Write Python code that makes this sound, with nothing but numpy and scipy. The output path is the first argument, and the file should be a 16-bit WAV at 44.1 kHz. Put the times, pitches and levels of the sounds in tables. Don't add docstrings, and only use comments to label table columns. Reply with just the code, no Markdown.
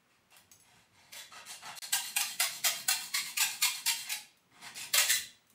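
import sys
import numpy as np
from scipy import signal
from scipy.fft import rfft, irfft, next_fast_len
from scipy.io import wavfile
from scipy.ndimage import uniform_filter1d, map_coordinates

SR = 44100
rng = np.random.default_rng(int(sys.argv[2]) if len(sys.argv) > 2 else 0)


def inscribe(sig):
    pcm = np.round(np.clip(np.atleast_2d(sig).T, -1, 1) * 32767)
    wavfile.write(sys.argv[1], SR, pcm.astype(np.int16))


N = 244314

# f/Hz, relative level per Hz/dB
AIR_COLOUR = [(25, -28), (50, -18), (100, 0.5), (135, -2), (220, -1), (400, -4.5), (1000, -3.5), (2500, -7),
              (5000, -14), (10000, -19), (13000, -18.5), (16000, -37)]
# t/s, rumble level/dB, thud level/dB
BENCH_LEVELS = [(0.0, -77, -103), (0.26, -79, -79), (1.74, -65, -72.5), (1.87, -67, -86),
                (3.39, -64.5, -81), (3.5, -69.5, -105), (3.53, -64.5, -74), (3.75, -74.5, -93),
                (3.89, -61, -83), (4.35, -82.5, -87.5), (4.63, -60.5, -76), (5.34, -68.5, -70),
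                (5.46, -85, -94), (5.54, -67, -79)]
# f/Hz, relative level per Hz/dB
THUD_COLOUR = [(20, -22), (40, -18.5), (70, -8), (105, -3.5), (130, -13.5), (200, -55.5)]
# f/Hz, relative level per Hz/dB
WOOD_COLOUR = [(60, -35.5), (105, -11.5), (130, 4.5), (150, -2.5), (175, 4), (205, -2.5), (230, 3),
               (290, -5.5), (430, -7), (700, -34), (1500, -83.5)]
# start t/s, length/s, relative level/dB, tilt/(dB per octave), free blade note f/Hz
SLIDES = [ (.075, 0.1, -74, -3, 2580), (.301, 0.096, -62.5, -2.5, 2650), (0.615, 0.24, -67, -2, 2520),
          (0.913, .22, -65.5, -3, 2300), (1.126, 0.1, -49, -0.2, 1970), (1.304, .11, -51.5, -3.5, 1300),
          (1.452, .11, -45.5, 0.2, 9550), (1.611, 0.12, -47, -3.5, 1390), (1.753, .112, -41, 1.5, 4340),
          (4.045, .05, -47.5, -1.5, 2080), (4.503, 0.17, -63, -3, 1120), (4.61, 0.081, -47.5, -1.5, 1090),
          (4.745, .11, -39.5, 1.5, 2540), (5.014, 0.096, -37.5, 2, 2540)]
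# f/Hz, relative level/dB
RASP = [(100, -41), (350, -11), (500, -11.5), (650, -4.5), (850, -0.5), (1400, -6), (2000, 0.5),
        (3000, -2.5), (4500, 0), (6000, -1), (8000, 0.5), (11000, -4.5), (14000, -4.5), (16000, -7)]
# f/Hz, width/Hz, level against the broad response/dB
STEEL_MODES = [(541, 35, 0.5), (741, 100, 1), (953, 57, 3.5), (1247, 49, 6), (1590, 140, 4),
               (1927, 55, 3.5), (2112, 37, 5.5), (2410, 37, 4), (2745, 79, 7), (3201, 40, 9.5),
               (3431, 24, 11.5), (3500, 53, 3.5), (3860, 16, -19.5), (3966, 21, 8.5), (4230, 190, 1.5),
               (5900, 160, -1), (7340, 240, -2.5), (8420, 13, -24), (7850, 32, 2.5), (8500, 72, -8.5),
               (7670, 55, -3.5), (9290, 240, -1)]
# f/Hz, t60/s
ROOM_DECAY = [(200, 0.65), (1000, 0.31), (3500, 0.39), (8000, 0.32), (15000, 0.23)]
# t/s, relative level/dB, extra level of the ring/dB
TAPS = [(.307, -50.5, -28), (.366, -37.5, -28), (.515, -38, -17.5), (0.6, -46, -12.5), (1.126, -58, -20),
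        (4.372, -51, -24), (4.748, -36, -24), (5.469, -54, -22), (5.5, -45, -31)]
# f/Hz, typical relative level/dB, t60/s
TAP_MODES = [(6400, 5, 0.028), (6660, -6, .06), (7900, 0, 0.076), (10200, -2, .08), (13370, -18, .08)]
# delay of its full grip/s, length/s, level against the first/dB, middle tooth rate f/Hz
STROKES = [ (1.126, -42.5, 0.0035, 577, 2300, 11, .036, 0.041, -5.5, 559),
           (1.929, -20.5, 0.0022, 800.2, 3300, -3.5, .017, .014, -7, 938),
           (2.166, -21.5, .0026, 828, 2500, 4.5, 0.042, 0.015, -4.5, 1215),
           (2.402, -20, 0.0028, 714, 2380, 4.5, .019, 0.029, -10, 1104),
           (2.645, -22.5, 0.0027, 720, 2300, 10, 0.0088, 0.03, -4, 656.2),
           (2.884, -21.5, 0.0022, 760, 2360, -14.5, 0.023, 0.022, -5.5, 900.5),
           (3.146, -26.5, 0.0055, 1115, 2070, 15.5, 0.017, 0.028, -7, 1147),
           (3.374, -25, 0.0025, 1210, 2320, 14.5, 0.031, 0.03, 0.5, 852.6),
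           (3.627, -21.5, 0.0055, 1205, 2250, 11.5, 0.018, 0.017, -2.5, 1020),
           (3.861, -23.5, 0.0016, 935.6, 4860, 12.5, .017, .03, -4, 911.3),
           (4.099, -33, 0.0046, 845, 2300, 8.5, .022, 0.012, 4.5, 826),
           (4.939, -20, 0.0021, 573.3, 1830, 6.5, .013, .02, -11.5, 532.4),
           (4.978, -20.5, 0.0033, 639.6, 1400, 8, 0.018, 0.019, -5.5, 551.3),
           (5.106, -21, 0.01, 1796, 1965, 7.5, .013, 0.056, -11.5, 2004)]
# start t/s, end t/s
DIP = (1.789, 1.820)

SLIDE_TOOTH_HZ, SLIDE_SCATTER, SLIDE_NOTE_DB = 733.4, 0.2506, 7
LEAD_S = .03
FIRST_S, FIRST_TILT_DB, SECOND_TILT_DB = 0.013, 0.92, 0.59
FIRST_SCATTER, SECOND_SCATTER = 0.0608, .085
SECOND_BUILD_S, SECOND_NOTE_HZ, SECOND_NOTE_DB = 0.0051, 2680, 0.5
GLIDE_SHARE = .2
SECOND_SLOWING = .97
BRIGHTEN_DB, USUAL_TOOTH_HZ = 0.75, 846
RUN_GAP_S = .3
RETURN_START, RETURN_LENGTH, RETURN_DB = .38, .39, -43
RETURN_TOOTH_HZ, RETURN_SCATTER, RETURN_TILT_DB = 1102, .17, 1.36
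RETURN_NOTE_HZ, RETURN_NOTE_DB = 4270, 7.5
TOP_HZ = 15600


def amp(db):
    return 10 ** (np.asarray(db) / 20)


def unit(x):
    return x / np.sqrt(np.mean(x ** 2) + 1e-20)


def along(points, hz):
    f, values = np.transpose(points)
    return np.interp(np.log(hz + 1), np.log(f + 1), values)


def add(track, s, x):
    part = track[round(s * SR):][:len(x)]
    part += x[:len(part)]


def wobble(rate, n):
    return map_coordinates(rng.standard_normal(SR // 8), [np.arange(n) * rate / SR], mode="wrap")


def filtered(x, response):
    m = next_fast_len(len(x) + SR // 8)
    return irfft(rfft(x, m) * response(np.fft.rfftfreq(m, 1 / SR)), m)[:len(x)]


def noise(colour):
    return unit(filtered(rng.standard_normal(N), lambda hz: amp(along(colour, hz))))


def still_air(air_db=-72):
    return amp(air_db) * noise(AIR_COLOUR)


def bench(thud_db=-3.0, rumble_db=-2, uneven_db=3, jolts_per_s=14):
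    s, rumble_points, thud_points = np.transpose(BENCH_LEVELS)
    t = np.arange(N) / SR
    jolt_db = uneven_db * wobble(jolts_per_s, N)
    rumble_level = np.interp(t, s, rumble_points) + jolt_db + rumble_db
    thud_level = np.interp(t, s, thud_points) + jolt_db + thud_db
    return amp(thud_level) * noise(THUD_COLOUR) + amp(rumble_level) * noise(WOOD_COLOUR)


def teeth(rate, scatter, size_db):
    n = len(rate)
    turns = np.cumsum(rate) / SR
    late, size = rng.standard_normal((SR // 32, 2))[:int(turns[-1]) + 1].T
    cycle = np.arange(len(late)) + .5 + scatter * late
    at = np.interp(cycle, turns, np.arange(n), right=2 * n)
    samples = np.floor(at)[:, None] + np.arange(-7, 9)
    offset = samples - at[:, None]
    pulse = np.sinc(offset) * np.cos(np.pi * offset / 16) ** 2
    snaps = amp(size_db * size)[:, None] * pulse
    return unit(np.bincount(np.abs(samples).astype(int).ravel(), snaps.ravel(), n)[:n])


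def contact(x, tooth_hz, tilt_db, blade_hz, blade_db, width_hz=200, octave_db=-7, edge=0.67):
    def note(hz, k):
        return 1 / (1 + (2 * (hz / k - blade_hz) / width_hz) ** 2)

    def response(hz):
        octave = amp(octave_db) ** 2 * note(hz, 2.014)
        sing = np.sqrt(1 + amp(blade_db) ** 2 * (note(hz, 1) + octave))
        slope = amp(tilt_db * np.log2(np.maximum(hz, 500) / 5000))
        low_cut = 1 / np.sqrt(1 + (edge * tooth_hz / (hz + 1)) ** 8)
        return sing * slope * low_cut

    return unit(filtered(x, response))


def rub(length, tooth_hz, scatter, tilt_db, blade_hz, blade_db,
        size_db=4.0, hiss_db=-2, uneven_db=1.5, swell=0.46):
    n = int(length * SR)
    speed = np.abs(np.sin(np.pi * np.arange(n) / n))
    snaps = teeth(tooth_hz * (1 + speed) / 2, scatter, size_db)
    hiss = amp(hiss_db) * rng.standard_normal(SR // 2)[:n]
    level = amp(uneven_db * wobble(104, n)) * speed ** swell
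    return level * contact(snaps + hiss, tooth_hz, tilt_db, blade_hz, blade_db)


def slides(soft_hz=12500):
    force = np.zeros(N)
    for s, length, db, tilt_db, blade_hz in SLIDES:
        skim = rub(length, SLIDE_TOOTH_HZ, SLIDE_SCATTER, tilt_db, blade_hz, SLIDE_NOTE_DB)
        add(force, s, amp(db) * skim)
    return filtered(force, lambda hz: 1 / np.sqrt(1 + (hz / soft_hz) ** 10))


def restless(force, patchy_db=3):
    z = signal.stft(force, nperseg=256)[2]
    field = uniform_filter1d(rng.standard_normal(z.shape), size=3, axis=0)
    field = uniform_filter1d(field, size=4, axis=1)
    gain = unit(amp(patchy_db * unit(field)))
    return signal.istft(z * gain, nperseg=256)[1][:N]


def bending(force, lag=.003):
    return filtered(force, lambda hz: np.exp(-4j * np.pi * lag * np.sqrt(1000 * hz)))


def steel(force):
    hz = np.fft.rfftfreq(SR // 2, 1 / SR)
    peaks = sum(amp(db) ** 2 / (1 + (2 * (hz - centre) / width) ** 2) for centre, width, db in STEEL_MODES)
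    response = amp(along(RASP, hz)) * np.sqrt(1 + peaks)
    cepstrum = irfft(np.log(response))
    ring = irfft(np.exp(rfft(2 * cepstrum[:SR // 4], SR // 2)))
    return signal.fftconvolve(force, ring / np.linalg.norm(ring))[:N]


def workshop(x, direct_db=-3, wet_db=-1, count=16):
    hz, t, z = signal.stft(rng.standard_normal((count, SR // 2)), SR, nperseg=256)
    decay = amp(-60 * t / along(ROOM_DECAY, hz)[:, None])
    tails = signal.istft(z * decay, SR, nperseg=256)[1]
    place = np.linspace(0, count - 1, N)
    wet = np.zeros(N)
    for k, tail in enumerate(tails):
        near = np.flatnonzero(np.abs(place - k) < 1)
        share = np.cos(np.pi / 2 * (place[near] - k))
        echo = signal.fftconvolve(x[near] * share, tail / np.linalg.norm(tail))
        add(wet, near[0] / SR, echo)
    return amp(direct_db) * x + amp(wet_db) * wet


def taps(crack_db=-6, crack_t60=0.022, low_hz=1500):
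    out = np.zeros(N)
    t = np.arange(SR // 3) / SR
    for s, db, ring_db in TAPS:
        ring = np.zeros(len(t))
        for hz, level, t60 in TAP_MODES:
            mode_db = level + rng.normal(0, 4.0)
            ring += amp(mode_db - 60 * t / t60) * np.sin(2 * np.pi * hz * t)
        crack = amp(-60 * t / crack_t60) * rng.standard_normal(len(t))
        add(out, s, amp(db + ring_db) * ring + amp(db + crack_db) * crack)
    return filtered(out, lambda hz: 1j * hz / (low_hz + 1j * hz))


def chatter(length, build, tooth_hz, glide, scatter, tilt_db, blade_hz, blade_db,
            fall=0.0092, chip_db=-8, size_db=3.0, roughest=0.089):
    t = np.arange(int((LEAD_S + length) * SR)) / SR - LEAD_S
    rate = tooth_hz * glide ** (np.clip(t / length, 0, 1) - .5)
    snaps = teeth(rate, min(abs(scatter) * tooth_hz / 1000, roughest), size_db)
    chips = unit(uniform_filter1d(np.abs(snaps), size=24) * rng.standard_normal(SR // 4)[:len(t)])
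    rise = 1 / (1 + (np.minimum(t, 0) / build) ** 2)
    grip = rise * np.clip((length - t) / fall, 0, 1)
    bright_db = tilt_db + BRIGHTEN_DB * min(np.log2(tooth_hz / USUAL_TOOTH_HZ), .5)
    return grip * contact(snaps + amp(chip_db) * chips, tooth_hz, bright_db, blade_hz, blade_db)


def strokes():
    force = np.zeros(N)
    for s, db, build, tooth_hz, blade_hz, blade_db, after, second_s, second_db, second_hz in STROKES:
        glide = (second_hz / tooth_hz) ** GLIDE_SHARE
        first = chatter(FIRST_S, build, tooth_hz, glide, FIRST_SCATTER, FIRST_TILT_DB, blade_hz, blade_db)
        second = chatter(second_s, SECOND_BUILD_S, second_hz, glide * SECOND_SLOWING,
                         SECOND_SCATTER, SECOND_TILT_DB, SECOND_NOTE_HZ, SECOND_NOTE_DB)
        add(force, s - LEAD_S, amp(db) * first)
        add(force, s + after - LEAD_S, amp(db + second_db) * second)
    return force


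def returns():
    force = np.zeros(N)
    starts = np.array(STROKES)[:, 0]
    for s, period in zip(starts, np.diff(starts)):
        if period < RUN_GAP_S:
            back = rub(RETURN_LENGTH * period, RETURN_TOOTH_HZ, RETURN_SCATTER,
                       RETURN_TILT_DB, RETURN_NOTE_HZ, RETURN_NOTE_DB)
            add(force, s + RETURN_START * period, amp(RETURN_DB) * back)
    return force


def scene():
    force = slides() + strokes() + returns()
    saw = steel(bending(restless(force))) + taps()
    mono = workshop(saw) + bench() + still_air()
    return np.array([mono, mono])


def record(dry):
    t = np.arange(N) / SR
    inside = (t > DIP[0]) & (t < DIP[1])
    gate = uniform_filter1d(np.where(inside, amp(-39.5), 1.), size=64)
    return np.array([filtered(x * gate, lambda hz: hz < TOP_HZ) for x in dry])


dry = scene()
out = record(dry)
inscribe(out)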